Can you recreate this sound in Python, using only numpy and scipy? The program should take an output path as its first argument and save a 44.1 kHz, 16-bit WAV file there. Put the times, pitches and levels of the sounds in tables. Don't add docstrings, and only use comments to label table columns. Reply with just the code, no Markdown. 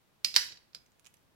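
import sys
import numpy as np
from scipy import signal
from scipy.fft import rfft, irfft
from scipy.io import wavfile
from scipy.ndimage import uniform_filter1d

SR = 44100
rng = np.random.default_rng(int(sys.argv[2]) if len(sys.argv) > 2 else 0)


def bounce(signal):
    frames = np.transpose(np.atleast_2d(signal))
    limited = np.clip(frames, -1, 1)
    pcm = np.round(limited * 32767).astype(np.int16)
    wavfile.write(sys.argv[1], SR, pcm)


N = 59535

# (frequency [Hz], level [dB])
HUSH_COLOUR = [(20, -14.5), (55, -4.5), (150, -2.5), (260, -7.5), (500, -10.5), (1000, -13), (2000, -17),
               (4000, -20), (8000, -26), (15500, -26.5)]
# (frequency [Hz], likeness [0 to 1])
EAR_LIKENESS = [(30, 0.23), (100, 0.1), (500, 0.1), (2000, 0.037)]
# (time [s], level [dB])
RUSTLE_LEVELS = [(0, -96.5), (0.221, -90.5), (.265, -58), (.33, -65), (.42, -67.5), (.54, -60.5),
                 (.63, -85), (0.718, -84), (.77, -62), (.86, -89), (1.06, -80.5), (1.3, -95.5)]
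# (frequency [Hz], level [dB])
RUSTLE_COLOUR = [(25, -14.5), (60, -5.5), (170, -0.5), (300, -8), (550, -7.5), (900, -13), (3000, -38.5)]
# (frequency [Hz], fade [s])
WALL_FADES = [(200, .42), (1200, 0.52), (4500, 0.45), (8000, 0.4), (14000, .41)]
# (frequency [Hz], level [dB])
WALL_COLOUR = [(200, -0.5), (800, -3.5), (1500, 3.5), (3000, -1), (5000, -4.5), (8000, 0.5), (14000, 2.5)]
# (time [s], level [dB])
KNOCK_HITS = [(0.2475, -52.5), (.342, -50), (.3630, -54), (0.749, -56.5), (1.049, -63), (1.141, -63)]
# (frequency [Hz], level [dB])
KNOCK_COLOUR = [(40, -17), (150, -3.5), (260, -4.5), (450, -1), (580, -3), (800, -4.5), (2000, -42.5)]
# (time [s], level [dB], treble [dB], chatter fade [s], ping pitch [Hz], ping [dB], left over right [dB])
TICK_HITS = [(0.8625, -57.5, -1.5, .014, 6000, -4, -4), (0.9193, -67, -6, .008, 6900, 2, -5),
             (.9963, -56, 1, 0.0064, 10200, -8.5, -12), (1.0457, -55, -3, .009, 6200, -13.5, -12.5),
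             (1.0542, -52, -1.5, .011, 6100, -5, -8.5), (1.063, -48.5, 0, .013, 2950, -6.5, -6.5),
             (1.0686, -47.5, -1.5, .017, 7000, -8.5, -7), (1.0743, -57.5, -4, .025, 2550, -3, -7),
             (1.141, -54.5, 0.5, .025, 11450, -5, -9.5), (1.169, -61.5, -4, .025, 5800, 0, -3.5)]
# (frequency [Hz], level [dB])
TICK_COLOUR = [(150, -9), (700, -5.5), (1500, -4.5), (2600, 2), (4500, -6.5), (6800, -0.5), (9000, -8.5),
               (11500, -7), (15000, -17)]
# (time [s], level [dB], body [dB], treble [dB], chatter fade [s],
# lock ring [dB], latch ring [dB], left over right [dB])
CLICK_HITS = [(.2446, -46.5, -8.5, -5, 0.0069, -11.5, -20.5, -9.5),
              (.2465, -20.5, -9, -1.5, 0.0076, -13, -5.5, -8.5),
              (0.2491, -24, -10.5, -2.5, 0.003108, -13, -14, -7),
              (0.2605, -33, -7, -10, 0.012, -9.5, -6.5, -5.5),
              (0.3419, -31, -7, -6.5, 0.018, -7, -21.5, -6.5),
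              (0.3504, -35, -5, -8.5, 0.010545, -6.5, -21.5, -6),
              (0.3526, -34, -7, 2, .010, -5.5, -22.5, -10), (.3585, -34, -5, -6.5, 0.029, -5.5, -22, -4.5),
              (0.3626, -13, -1, -8, 0.0061, -4.5, -20.5, -9), (.3635, -14.5, 0, 0.5, 0.0087, -2, -21, -5.5),
              (.3660, -20, -2.5, -0.5, .012, -4.5, -22.5, -2),
              (0.3708, -23, 5.5, -4, 0.013666, -2, -22, -4.5),
              (.3810, -30.5, 10, -1.5, 0.012, -8.5, -22, -2), (0.418, -36, -5.5, -6.5, .010, -8, -23, -2.5),
              (.5200, -44.5, 0, -11, .03, -4.5, -20, -11), (.5730, -48, 6.5, -13, 0.011, -9, -22.5, 0),
              (.7330, -54.5, 9.5, -8.5, .010, -3, -31, -8), (0.7478, -36.5, 2, -1.5, .018, -29, -6, -6),
              (0.76, -50, 4, -2.5, .07, -18, -14, -7.5)]
# (frequency [Hz], level [dB])
CRACK_COLOUR = [(60, -52.5), (200, -43), (330, -32.5), (450, -24.5), (540, -23), (680, -31), (800, -26.5),
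                (980, -11.5), (1150, -16.5), (1400, -8.5), (1620, -13), (2350, -7), (3200, -10),
                (4000, -1.5), (5150, 0.5), (5800, -5.5), (6400, -15.5), (7100, -9.5), (8200, -19),
                (9500, -17.5), (12500, -18), (15500, -28.5)]
# (frequency [Hz], level [dB], fade [s])
LOCK_NOTES = [(906.5, -19.5, .1), (1010, -18.5, .04), (1372, -17, .06), (1498, -20, .1), (2347, -15, .13),
              (2780, -14.5, 0.19), (4002, -6, 0.16), (4186, -5.5, 0.063), (4600, -8, 0.13),
              (4700, -4.5, .15), (4874, -4.5, .15), (5040, -1.5, .16), (5100, 0, 0.15), (5380, -0.5, 0.14),
              (5527, -4, .25), (5960, -6.5, 0.26)]
# (frequency [Hz], level [dB], fade [s])
LATCH_NOTES = [(2900, -5, 0.033), (3774, -6, .06), (4960, 1, .15), (6780, 2, .012), (9060, -5, .012),
               (11250, -11.5, .05)]

BODY_HZ, TREBLE_HZ = 1760, 7100


def amp(db):
    return 10 ** (np.asarray(db) / 20)


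def along(points, hz):
    freqs, values = np.transpose(points)
    return np.interp(np.log(hz + 1), np.log(freqs + 1), values)


def sides(pan_db):
    return amp(np.array([[pan_db / 2], [-pan_db / 2]]))


def normed(x):
    return x / np.linalg.norm(x, axis=-1, keepdims=True)


def add(track, s, sound):
    part = track[:, round(s * SR):][:, :sound.shape[1]]
    part += sound[:, :part.shape[1]]


def causal(gain):
    cepstrum = irfft(np.log(np.maximum(gain, 1e-6)))
    half = len(cepstrum) // 2
    cepstrum[1:half] *= 2
    cepstrum[half + 1:] = 0
    return np.exp(rfft(cepstrum))


def noise(colour):
    hz = np.fft.rfftfreq(2 * N, 1 / SR)
    turn = np.arccos(np.clip(along(EAR_LIKENESS, hz), -1, 1)) / 2
    spectrum = rfft(rng.standard_normal((2, 2 * N))) * amp(along(colour, hz))
    mid, side = irfft(spectrum * [np.cos(turn), np.sin(turn)])[:, :N]
    pair = np.array([mid + side, mid - side])
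    return pair / pair.std()


def room_hush(level_db=-61.5):
    return amp(level_db) * noise(HUSH_COLOUR)


def hands():
    db = np.interp(np.arange(N) / SR, *np.transpose(RUSTLE_LEVELS))
    return amp(db) * noise(RUSTLE_COLOUR)


def wall_echo(x, level_db=-8.5, delay_s=.006, pan_db=-3):
    hz, t, spectrum = signal.stft(rng.standard_normal((2, SR * 3 // 4)), SR, nperseg=256)
    db = along(WALL_COLOUR, hz)[:, None] - 60 * t / along(WALL_FADES, hz)[:, None]
    tail = normed(signal.istft(spectrum * amp(db), SR, nperseg=256)[1])
    tail = np.pad(tail, ((0, 0), (int(delay_s * SR), 0)))
    return amp(level_db) * sides(pan_db) * signal.fftconvolve(x[1:], tail, axes=1)[:, :N]


def bench_echo(x, level_db=-8, fade_s=.043, delay_s=.0028):
    t = np.arange(SR // 8) / SR
    echo = normed(rng.standard_normal((2, len(t))) * amp(-60 * t / fade_s) * (t > delay_s))
    return amp(level_db) * signal.fftconvolve(x, echo, axes=1)[:, :N]


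def contact(colour, fade_s, body_db=0, treble_db=0, smooth_hz=900, size=4096):
    t, hz = np.arange(size) / SR, np.fft.rfftfreq(size, 1 / SR)
    burst = rng.standard_normal((2, size)) * amp(-60 * t / fade_s)
    burst[:, 0] = 2.0308
    spectrum = rfft(burst)
    power = uniform_filter1d(np.abs(spectrum) ** 2, int(smooth_hz / hz[1]))
    spectrum *= [causal(np.abs(channel) ** -.5) for channel in power]
    body = body_db / (1 + (hz / BODY_HZ) ** 4)
    treble = treble_db * (1 - 1 / (1 + (hz / TREBLE_HZ) ** 6))
    return normed(irfft(spectrum * causal(amp(along(colour, hz) + body + treble))))


def ring(notes, body_db=0, scatter_db=-.5, drift=.035):
    t = np.arange(SR // 2) / SR
    hz, db, fade_s = np.transpose(notes)[:, :, None]
    db = db + body_db * (hz < BODY_HZ) + scatter_db * rng.standard_normal(hz.shape)
    wander = np.cumsum(drift * rng.standard_normal((len(hz), len(t))), axis=1) * np.sqrt(hz / BODY_HZ)
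    ear_shift = np.array([0, np.pi / 2])[:, None, None]
    phase = rng.uniform(0, 2 * np.pi, hz.shape) + wander + ear_shift
    waves = amp(db - 60 * t / fade_s) * np.sin(2 * np.pi * hz * t + phase)
    return normed(waves.sum(1))


def padlock(ring_trim_db=-6.5, ping_fade_s=.012, knock_fade_s=.075):
    out = np.zeros((2, N))
    for s, db, body_db, treble_db, fade_s, ring_db, latch_db, pan_db in CLICK_HITS:
        gain = amp(db) * sides(pan_db)
        lock = amp(ring_trim_db + ring_db) * ring(LOCK_NOTES, body_db)
        latch = amp(latch_db) * ring(LATCH_NOTES)
        add(out, s, gain * contact(CRACK_COLOUR, fade_s, body_db, treble_db))
        add(out, s, gain * (lock + latch))
    for s, db, treble_db, fade_s, ping_hz, ping_db, pan_db in TICK_HITS:
        gain = amp(db) * sides(pan_db)
        add(out, s, gain * contact(TICK_COLOUR, fade_s, treble_db=treble_db))
        add(out, s, gain * amp(ping_db) * ring([(ping_hz, 0, ping_fade_s)]))
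    for s, db in KNOCK_HITS:
        add(out, s, amp(db) * contact(KNOCK_COLOUR, knock_fade_s)[:1])
    return np.sqrt(SR * .002) * out


def scene():
    lock = padlock()
    return lock + bench_echo(lock) + wall_echo(lock) + hands() + room_hush()


def suppress_noise(x, threshold_db=11, depth_db=9.5, softness_db=4.5):
    spectrum = signal.stft(x, nperseg=256)[2]
    power = (np.abs(spectrum) ** 2).mean(0)
    power = uniform_filter1d(power, size=25, axis=0)
    power = uniform_filter1d(power, size=3, axis=1)
    db = 10 * np.log10(np.abs(power) + 1e-20)
    above_quiet = db - np.percentile(db, 20, axis=1, keepdims=True)
    shut = (1 - np.tanh((above_quiet - threshold_db) / (2 * softness_db))) / 2
    return signal.istft(spectrum * amp(-depth_db * shut), nperseg=256)[1][:, :N]


def record(dry):
    peak_limit, top_hz = .9, 16000
    x = suppress_noise(dry)
    x = x / (1 + (x / peak_limit) ** 8) ** (1 / 8)
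    hz = np.fft.rfftfreq(2 * N, 1 / SR)
    return irfft(rfft(x, 2 * N) * (hz < top_hz))[:, :N]


dry = scene()
out = record(dry)
bounce(out)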